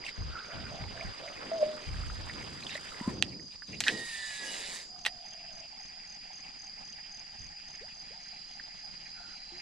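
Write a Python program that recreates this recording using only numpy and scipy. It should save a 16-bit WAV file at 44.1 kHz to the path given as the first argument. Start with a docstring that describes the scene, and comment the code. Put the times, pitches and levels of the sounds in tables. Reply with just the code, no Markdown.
"""A lure rasps and crackles in over a whining insect chorus, close to a small camera on a pond bank.
The angler knocks the reel's clutch, casts, and winds again with the lure far out.
Rasp and hiss are shaped noise, the spool's song and brake hum are sines, knocks are ringing reel modes.
One cricket chirps in falling strokes; fuzzy whistles, ticks and bubbles dot the scene,
and filtered noise makes wind and handling thuds on the two microphone ports."""
import sys
import numpy as np
from scipy import signal
from scipy.io import wavfile
from scipy.ndimage import uniform_filter1d

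SR = 44100
rng = np.random.default_rng(int(sys.argv[2]) if len(sys.argv) > 2 else 0)


def store_pcm(level_fs):
    """Save levels as 16-bit WAV."""
    pcm = np.round(np.clip(level_fs, -1, 1) * 32767).astype(np.int16)
    wavfile.write(sys.argv[1], SR, np.atleast_2d(pcm).T)


N = 423801
T = np.arange(N) / SR  # s

# Spool running free, also line on the rod rings. Each row: frequency in Hz, level in dB per Hz.
SPOOL_SPECTRUM = [(300, -20), (800, -6), (1400, -12.5), (1800, -2), (3250, -8), (3800, -2), (5500, -10.5),
                  (8000, -39)]
# Treble fizz of line and spool. Each row: frequency in Hz, level in dB per Hz.
FIZZ_SPECTRUM = [(3000, -24), (5500, -10.5), (7500, -5), (11000, -18.5), (14000, -26.5)]
CAST_S, THUMB_S = 3.8, 4.79  # spool released, thumb comes down
SPIN_UP_S, TOP_HZ, SAG_HZ_PER_S = 0.12, 1900, 420  # the spool's song follows its speed


def gain_of(db):
    """Decibels to gain."""
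    return 10 ** (np.asarray(db) / 20)


def evened(x):
    """Scales to rms 1."""
    return x / np.sqrt(np.mean(x ** 2) + 1e-20)


def read(points, hz):
    """Reads a spectrum table on a log-frequency axis."""
    f, value = np.transpose(points)
    return np.interp(np.log(hz + 1), np.log(f + 1), value)


def columns(rows, t):
    """The columns of a curve table at times t."""
    s, *rest = np.transpose(rows)
    return [np.interp(t, s, c) for c in rest]


def held(start, stop, rise, fall):
    """0 to 1 in rise seconds from start, back to 0 in fall seconds up to stop."""
    return np.clip(np.minimum((T - start) / rise, (stop - T) / fall), 0, 1)


def add(mix, s, sound, pan_db=-3):
    """Mixes a near sound in at s seconds; pan_db is left minus right."""
    part = mix[:, round(s * SR):][:, :sound.shape[-1]]
    part += gain_of([[pan_db / 2], [-pan_db / 2]]) * sound[..., :part.shape[1]]


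def noise(shape, patchy_db, flicker_db, size=512, like=0.85):
    """Two-port noise from random short-time spectra, with drifting patches and wide-band flicker."""
    # Likeness of the ports. Each row: frequency in Hz, left-right likeness as a ratio.
    likeness = [(60, 0.53), (700, 0.64), (2700, 1), (5500, 0.35)]
    # Phase between the ports. Each row: frequency in Hz, right port phase in radians.
    right_phase = [(60, 0.67), (1400, 1.95), (2700, 0.5), (4900, 0.02), (9500, 4.83)]
    # Balance of the ports. Each row: frequency in Hz, left minus right in dB.
    balance = [(240, -0.5), (800, -3.5), (4000, -2.5)]
    frames, hz = 4 * N // size + 5, np.fft.rfftfreq(size, 1 / SR)
    a, b, c, d, patches = rng.standard_normal((frames, len(hz), 5)).T
    patches = uniform_filter1d(patches, size=6, axis=0)
    patches = evened(uniform_filter1d(patches, size=20, axis=1))
    flicker = evened(uniform_filter1d(rng.standard_normal(frames), size=3))
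    same = np.clip(like * read(likeness, hz), -1, 1)[:, None]
    left = a + 1j * b
    right = same * left + np.sqrt(1 - same ** 2) * (c + 1j * d)
    right = right * np.exp(1j * read(right_phase, hz))[:, None]
    tilt = gain_of(read(balance, hz) / 2)[:, None]
    level_db = read(shape, hz)[:, None] + patchy_db * patches + flicker_db * flicker
    spectra = np.array([left * tilt, right / tilt]) * gain_of(level_db)
    return evened(signal.istft(spectra, nperseg=size, noverlap=size - size // 4)[1][:, :N])


def resonate(x, hz, width):
    """A resonance of gain 1, applied twice for steep skirts."""
    r = np.exp(-np.pi * width / SR)
    pole = r * np.exp(2j * np.pi * hz / SR)
    once = signal.lfilter([1 - r], [1, -pole], x)
    return 2 * signal.lfilter([1 - r], [1, -pole], once).real


def noise_burst(rate, draw):
    """A burst of noise, dying away at rate per second."""
    return draw * np.exp(-rate * np.arange(len(draw)) / SR)


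def open_air():
    """The air over the pond: flickering noise, strongest in the bass."""
    # Each row: frequency in Hz, level in dB per Hz.
    air_spectrum = [(20, 9.5), (90, -10.5), (180, 0.5), (400, -14.5), (1200, -12), (6500, -18), (9000, -32),
                    (12000, -74)]
    return gain_of(-58) * noise(air_spectrum, patchy_db=-0.5, flicker_db=3.0, size=1024)


def insect_chorus():
    """Many far insects blur into resonant bands of noise."""
    # Each row: time in seconds, level in dB.
    chorus_level = [(0, -48.5), (9.61, -47)]
    # Each row: centre in Hz, width in Hz, level within the chorus in dB.
    bands = [(4911.5, 162, 2.5), (4785, 185, -1.5), (6150, 1920, -11)]
    hiss = noise([(20, 0), (20000, 0)], patchy_db=0, flicker_db=0)
    chorus = sum(gain_of(db) * evened(resonate(hiss, hz, w)) for hz, w, db in bands)
    return gain_of(columns(chorus_level, T)[0]) * evened(chorus)


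def cricket():
    """One cricket stands out: four brief strokes a chirp, each a sine falling in pitch."""
    # Chirp starts in seconds.
    starts = [0.156, .429, .702, .982, 1.257, 1.53, 1.808, 2.074, 2.346, 2.612, 3.135, 3.4, 3.668, 4.735,
              4.984, 5.254, 5.523, 5.801, 6.069, 6.327, 6.589, 6.847, 7.117, 7.387, 7.676, 7.942, 8.205,
              8.482, 8.771, 9.025, 9.297, 9.57]
    # Each row: time in seconds, level in dB.
    cricket_level = [(2.8, -52.5), (7, -45.5), (9.3, -55.5)]
    out, t = np.zeros((2, N)), np.arange(700) / SR
    slips = rng.standard_normal((len(starts), 4))  # uneven pitch and level
    for s, db, slip in zip(starts, columns(cricket_level, starts)[0], slips):
        for k in range(4):
            hz = 6680 + 30 * slip[k] - 52000 * t
            stroke = np.sin(2 * np.pi * np.cumsum(hz) / SR) * np.hanning(len(t))
            add(out, s + 0.0243 * k, gain_of(db + slip[k]) * stroke, pan_db=4.5)
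    return out


def thin_insect():
    """A thin, wavering insect tone."""
    # Each row: time in seconds, pitch in Hz, level in dB.
    thin_curve = [(7.8, 4040, -75), (8.38, 4090, -60.5), (8.63, 4100, -68.5), (9.61, 4070, -56.5)]
    return clean_note(thin_curve, pan_db=-3, waver_db=2.5, wander_hz=6)


def wind_and_handling():
    """Lumpy low pressure on the ports: quick swells that die away, partly shared."""
    # Gusts and grip rumble. Each row: start in seconds, level in dB, length in seconds, upper edge in Hz.
    gusts = [(0.174, -39.5, 0.21, 100), (0.539, -48, 0.31, 202), (0.792, -46, 0.26, 146),
             (1.041, -42.5, 0.096, 104), (1.407, -53, 0.6, 600), (1.856, -41.5, 0.62, 98),
             (2.302, -53, 0.7, 275), (3.058, -45.5, 0.47, 305), (3.68, -51, 0.3, 300),
             (3.886, -45.5, 0.19, 520), (4.387, -57.5, 0.6, 735), (7.383, -56, 0.17, 103)]
    out = np.zeros((2, N))
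    for s, db, length, top_hz in gusts:
        u = np.arange(0, 1, 1 / (length * SR))  # share of the length
        band = signal.butter(2, [top_hz / 4, top_hz], "band", fs=SR, output="sos")
        a, b = signal.sosfilt(band, rng.standard_normal((2, len(u))))
        share = np.clip(top_hz / 400, 0, 0.9)  # grip rumble reaches both ports alike, wind does not
        lumps = evened(np.array([a, share * a + np.sqrt(1 - share ** 2) * b]))
        swell = np.minimum(u / 0.041, 1) * (1 - u) * 2
        add(out, s, gain_of(db) * lumps * swell, pan_db=-0.5)
    return out


def plops():
    """Soft thuds fall and bubbles rise in pitch: gliding sines that die away."""
    # Each row: start in seconds, peak in dB, first pitch in Hz, rise in octaves a second, t60 in seconds.
    plop_rows = [(3.01, -27.5, 230, -12, 0.021), (3.076, -18.5, 250, -35, 0.023),
                 (2.753, -34, 604, 2, 0.021), (7.811, -49, 378, 22.5, 0.13), (8.105, -54, 406, 30.5, 0.13),
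                 (9.519, -52.5, 340, 2, 0.15)]
    out, t = np.zeros((2, N)), np.arange(9000) / SR
    for s, db, hz, rise, t60 in plop_rows:
        glide_hz = np.minimum(hz * 2 ** (rise * t), 900)
        plop = np.sin(2 * np.pi * np.cumsum(glide_hz) / SR) * gain_of(-60 * (t / t60) ** 2)
        add(out, s, gain_of(db) * plop * np.minimum(t / 0.0023, 1), pan_db=1.0)
    return out


def ticks():
    """Lure, line and handle tick: short resonant rings with a crack."""
    # Each row: start in seconds, peak in dB, pitch in Hz.
    tick_rows = [(0.039, -34, 2130), (0.0642, -28.5, 2750), (0.974, -37.5, 1700), (1.0097, -31.5, 2370),
                 (1.2773, -35.5, 2050), (2.097, -36, 1420), (2.296, -31.5, 2010), (2.624, -37, 2420),
                 (2.635, -35, 4070), (2.666, -28.5, 3250), (2.6933, -33, 2590), (2.7515, -32, 2010),
                 (2.777, -34, 2110), (3.0004, -37, 2000), (3.3944, -45, 1950), (3.6207, -35.5, 1670),
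                 (4.96, -51, 1300), (5.08, -35, 1900), (8.5969, -36.5, 1770)]
    out = np.zeros((2, N))
    for s, db, hz in tick_rows:
        crack = noise_burst(255, rng.standard_normal(3000))
        tick = evened(resonate(crack, hz, 420)) + 0.037 * evened(crack)
        add(out, s, gain_of(db) * tick / np.abs(tick).max())
    return out


def fuzzy_note(out, width_hz, rows):
    """Adds a gliding tone blurred by slow noise; rows hold seconds, Hz and level in dB."""
    t = np.arange(rows[0][0], rows[-1][0], 1 / SR)
    hz, db = columns(rows, t)
    lowpass = signal.butter(2, width_hz, fs=SR, output="sos")
    wobble = signal.sosfilt(lowpass, rng.standard_normal((2, len(t))))
    fuzz = ((wobble[0] + 1j * wobble[1]) * np.exp(2j * np.pi * np.cumsum(hz) / SR)).real
    add(out, t[0], gain_of(db) * evened(fuzz) * signal.windows.tukey(len(t), 0.1))


def whistles():
    """Fuzzy whistles glide, swelling soon after their start and weakening to the end."""
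    # Each row: start and length in seconds, first and last pitch in Hz, width in Hz, level in dB.
    whistle_rows = [(0.27, 0.43, 1400, 1448, 119, -52), (3.007, 0.1, 980, 1040, 38, -46.5),
                    (4.867, 0.82, 743, 648, 46, -58.5), (9.145, 0.22, 1460, 1430, 85, -58.5),
                    (4, .93, 8200, 6900, 380, -56.5), (.35, .06, 1380, 1450, 120, -42),
                    (3.864, .04, 1780, 1880, 170, -27)]
    rise, edge_db = 0.18, -3.5  # share of the length; level at either end against the peak
    out = np.zeros((2, N))
    for s, length, hz, end_hz, width, db in whistle_rows:
        peak = (s + rise * length, hz, db)
        fuzzy_note(out, width, [(s, hz, db + edge_db), peak, (s + length, end_hz, db + edge_db)])
    return out


def coos():
    """Rising fuzzy notes, one a handle turn."""
    # Each row: start in seconds, level in dB, pitch rise as a ratio.
    coo_rows = [(.48, -51, 1.2), (.71, -48.5, 1.44), (.94, -49.5, 1.22), (1.2, -49, 1.17)]
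    out, coo_hz = np.zeros((2, N)), 600
    for s, db, rise in coo_rows:
        middle = (s + 0.0917, np.sqrt(rise) * coo_hz, db)
        fuzzy_note(out, 70, [(s, coo_hz, db), middle, (s + 0.17, rise * coo_hz, db - 11.0)])
    return out


def clean_note(rows, pan_db, waver_db, wander_hz, octave=0):
    """A sine on a curve of seconds, Hz and dB, wavering in level and wandering in pitch."""
    out = np.zeros((2, N))
    t = np.arange(rows[0][0], rows[-1][0], 1 / SR)
    hz, db = columns(rows, t)
    waver = uniform_filter1d(rng.standard_normal(len(t)), size=200)
    waver = evened(uniform_filter1d(waver, size=200))
    wander = evened(uniform_filter1d(waver[::-1], size=2500))
    phase = 2 * np.pi * np.cumsum(hz + wander_hz * wander) / SR
    phase = phase + [[0], [0.8]]  # the ports hear it out of step
    note = np.sqrt(2) * (np.sin(phase) + octave * np.sin(2 * phase))
    note = note * signal.windows.tukey(len(t), 0.015)
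    add(out, t[0], gain_of(db + waver_db * waver) * note, pan_db)
    return out


def hoot():
    """A clean low note: one sine, its pitch and level following a curve."""
    # Each row: time in seconds, pitch in Hz, level in dB.
    hoot_curve = [(1.515, 648, -31), (1.57, 665, -37), (1.605, 612, -34.5), (1.63, 608, -19.5),
                  (1.652, 606, -33.5), (1.68, 617, -34), (1.85, 601, -62)]
    return clean_note(hoot_curve, pan_db=0, waver_db=1.5, wander_hz=0)


def crackle():
    """Wet line and gears spit short, uneven grains of many pitches."""
    grains_per_s, pitches = 160, 16
    t, out = np.arange(256) / SR, np.zeros((2, N))
    for hz in np.geomspace(1100, 5000, num=pitches):
        sizes = gain_of(4.9 * np.minimum(rng.exponential(1, N), 4))
        sizes = sizes * (rng.random(N) < grains_per_s / pitches / SR)
        grain = np.sin(2 * np.pi * hz * t) * t * hz * np.exp(-0.6 * hz * t)
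        add(out, 0, signal.oaconvolve(sizes, grain)[:N])
    return gain_of(-11.5) * evened(out)  # dB against the rasp


def close_winding_and_scrapes():
    """Line and reel rasp and fizz as the lure comes in; line scrapes the rod rings in patchy noise."""
    # The lure wound in close. Each row: time in seconds, rasp in dB, fizz above the rasp in dB.
    retrieve = [(0, -51, -24), (.7, -47.5, -17.5), (3.1, -47.5, -7), (3.2, -57, -14)]
    # Lure close in. Each row: frequency in Hz, level in dB per Hz.
    near_spectrum = [(200, -8), (500, -5.5), (1500, -6.5), (4000, -12.5), (9000, -42)]
    # Line dragged over the rod rings. Each row: start in seconds, length in seconds, level in dB.
    scrapes = [(0.042, 0.071, -39), (2.658, 0.13, -46), (3.232, 0.13, -53.5), (3.5, 0.072, -51.5),
               (3.664, 0.15, -50.5)]
    rasp_db, fizz_db = columns(retrieve, T)
    near = gain_of(rasp_db) * (T < retrieve[-1][0])
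    scrape = sum(gain_of(db) * held(s, s + length, 0.012, 0.024) for s, length, db in scrapes)
    out = near * noise(near_spectrum, patchy_db=3, flicker_db=1.5, size=256)
    out += scrape * noise(SPOOL_SPECTRUM, patchy_db=6.5, flicker_db=-1.0, size=256)
    out += near * crackle()
    fizz = near * gain_of(fizz_db) + 0.18 * scrape
    return out + fizz * noise(FIZZ_SPECTRUM, patchy_db=-0.5, flicker_db=3.5, size=256)


def far_winding():
    """Slow winding with the lure far out: gear noise and a murmur that throbs, drawing nearer."""
    # Gears only. Each row: frequency in Hz, level in dB per Hz.
    gear_spectrum = [(500, -33), (760, -4), (1070, -22), (1820, -1), (2550, -2.5), (3600, -11.5),
                     (5600, -52)]
    start_s, start_db, nearing_db_per_s = 5.08, -57.5, 0.22
    throb_per_s, throb_depth = 5.7, 0.65  # twice a handle turn
    unsteady = 40 * uniform_filter1d(rng.standard_normal(N), size=20000)
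    throbs = np.cumsum(throb_per_s + unsteady) / SR
    far = gain_of(start_db + nearing_db_per_s * (T - start_s)) * held(start_s, 99, 0.17, 1)
    gears = noise(gear_spectrum, patchy_db=3.5, flicker_db=0.0, size=256)
    murmur = evened(resonate(gears, 785, 226))  # centre and width in Hz
    murmur = murmur * (1 + throb_depth * np.cos(2 * np.pi * throbs))
    return far * gears + gain_of(-7.5) * far * murmur


def reel_knocks():
    """Clutch and gear blows, each with a noisy after-rattle, ring the decaying modes of the reel body."""
    # Each row: start in seconds, peak in dB, centre of the blow in Hz, left minus right in dB,
    # after-rattle as a share of the blow.
    knocks = [(3.225, -7.5, 2900, -10, 0.013), (3.8045, -11.5, 5700, 2, 0.032),
              (3.8082, -18, 1900, -8, 0.065), (3.838, -19.5, 3550, 0, 0.11), (3.882, -8, 2740, -2, 0.045),
              (5.051, -19.5, 2800, -4.5, 0.086), (5.062, -13, 3420, 2, 0.057),
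              (5.065, -13, 2170, -8, 0.036)]
    # Modes of the reel body. Each row: pitch in Hz, level in dB, t60 in seconds.
    reel_modes = [(745.2, 3.5, 0.016), (1870, 0.5, 0.0093), (2570, 5, 0.007), (3140, 8, 0.0031),
                  (4230, 8.5, 0.003), (5600, 2.5, 0.0039), (7920, 9.5, 0.002), (10500, 6.5, 0.0012)]
    out, t = np.zeros((2, N)), np.arange(3000) / SR
    highpass = signal.butter(2, 600, "high", fs=SR, output="sos")  # too small to radiate bass
    for s, db, centre_hz, pan_db, rattle in knocks:
        blow = (t == 0) + rattle * noise_burst(100, rng.standard_normal(len(t)))
        modes = np.zeros(len(t))
        for hz, mode_db, t60 in reel_modes:
            # a blow favours modes near its centre
            ring_db = mode_db - 4.9 * np.log2(hz / centre_hz) ** 2 - 60 * t / t60
            modes += gain_of(ring_db) * np.sin(2 * np.pi * (hz * t + rng.random()))
        body = signal.sosfilt(highpass, np.convolve(blow, modes)[:len(t)])
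        body = gain_of(db) * body / np.abs(body).max()
        add(out, s, np.array([body, np.roll(body, 1)]), pan_db)  # right port a sample later
    return out


def brake_hum():
    """The brake hums through the cast: multiples of one pitch, each wavering in level."""
    # Levels in dB of the multiples from the second up, before the common gain of 1.53.
    multiples_db = [-56.5, -58.5, -58, -60.5, -76, -64, -68, -70, -65, -62]
    brake_hz = 975.2
    out, hum = np.zeros((2, N)), np.zeros(N)
    for k, db in enumerate(multiples_db, 2):
        waver_db = 3.9 * evened(uniform_filter1d(rng.standard_normal(N), size=3000))
        hum += gain_of(db + waver_db) * np.sin(2 * np.pi * (k * brake_hz * T + rng.random()))
    add(out, 0, 1.53 * held(3.7, 4.85, 0.3, 0.3) * hum)
    return out


def spool_song():
    """The spool sings from full speed, then sags steadily and fades as it slows."""
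    song_db, hold_s = -44.5, 0.32
    top, end = CAST_S + SPIN_UP_S, THUMB_S - 0.18
    levels = [(top, song_db), (top + hold_s, song_db), (end - 0.12, song_db - 6.5), (end, song_db - 21)]
    rows = [(s, TOP_HZ - SAG_HZ_PER_S * (s - top), db) for s, db in levels]
    return clean_note(rows, pan_db=-4, waver_db=2.5, wander_hz=12.2, octave=0.3)


def spool_hiss():
    """The free spool hisses: a release jolt, then noise that flutters and swells as the line pays out."""
    hiss_db, jolt_db, swell_db = -47.5, -41.5, 6.5
    settle_s, stop_s = 0.085, 0.096  # jolt peaks and dies away; spool stops under the thumb
    song_cycles_per_spin, flutter = 9, 0.31
    paid_out = np.clip((T - CAST_S) / (THUMB_S - CAST_S), 0, 1)
    jolt = gain_of(jolt_db) * np.exp(-((T - CAST_S - settle_s) / 0.044) ** 2)
    flying = gain_of(hiss_db + swell_db * paid_out ** 2) + jolt
    flying = flying * held(CAST_S, THUMB_S + stop_s, settle_s, 2 * stop_s)
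    song_hz = TOP_HZ - SAG_HZ_PER_S * (T - CAST_S - SPIN_UP_S)
    spins = np.cumsum(song_hz) / SR / song_cycles_per_spin
    flying = flying * (1 + flutter * np.cos(2 * np.pi * spins))  # once a spool turn
    hiss = noise(SPOOL_SPECTRUM, patchy_db=2.0, flicker_db=1.1, like=1.54)
    # the treble swells in slow bands
    treble = noise(FIZZ_SPECTRUM, patchy_db=3, flicker_db=-3.5, size=2048)
    return flying * hiss + gain_of(-1) * flying * treble


def scene():
    """Everything at the bank, from the open air to the reel at the microphones."""
    background = open_air() + insect_chorus() + cricket() + thin_insect() + wind_and_handling()
    details = plops() + ticks() + whistles() + coos() + hoot()
    winding = close_winding_and_scrapes() + far_winding()
    cast = reel_knocks() + brake_hum() + spool_song() + spool_hiss()
    return background + details + winding + cast


def record(dry):
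    """The camera's housing dulls the top; then a steep filter sets the band limit."""
    dulled = signal.sosfilt(signal.butter(2, 9500, fs=SR, output="sos"), dry)
    band_limit = signal.firwin(511, 15300, window=("kaiser", 9), fs=SR)
    return signal.oaconvolve(dulled, band_limit[None], "same")


dry = scene()
out = record(dry)
store_pcm(out)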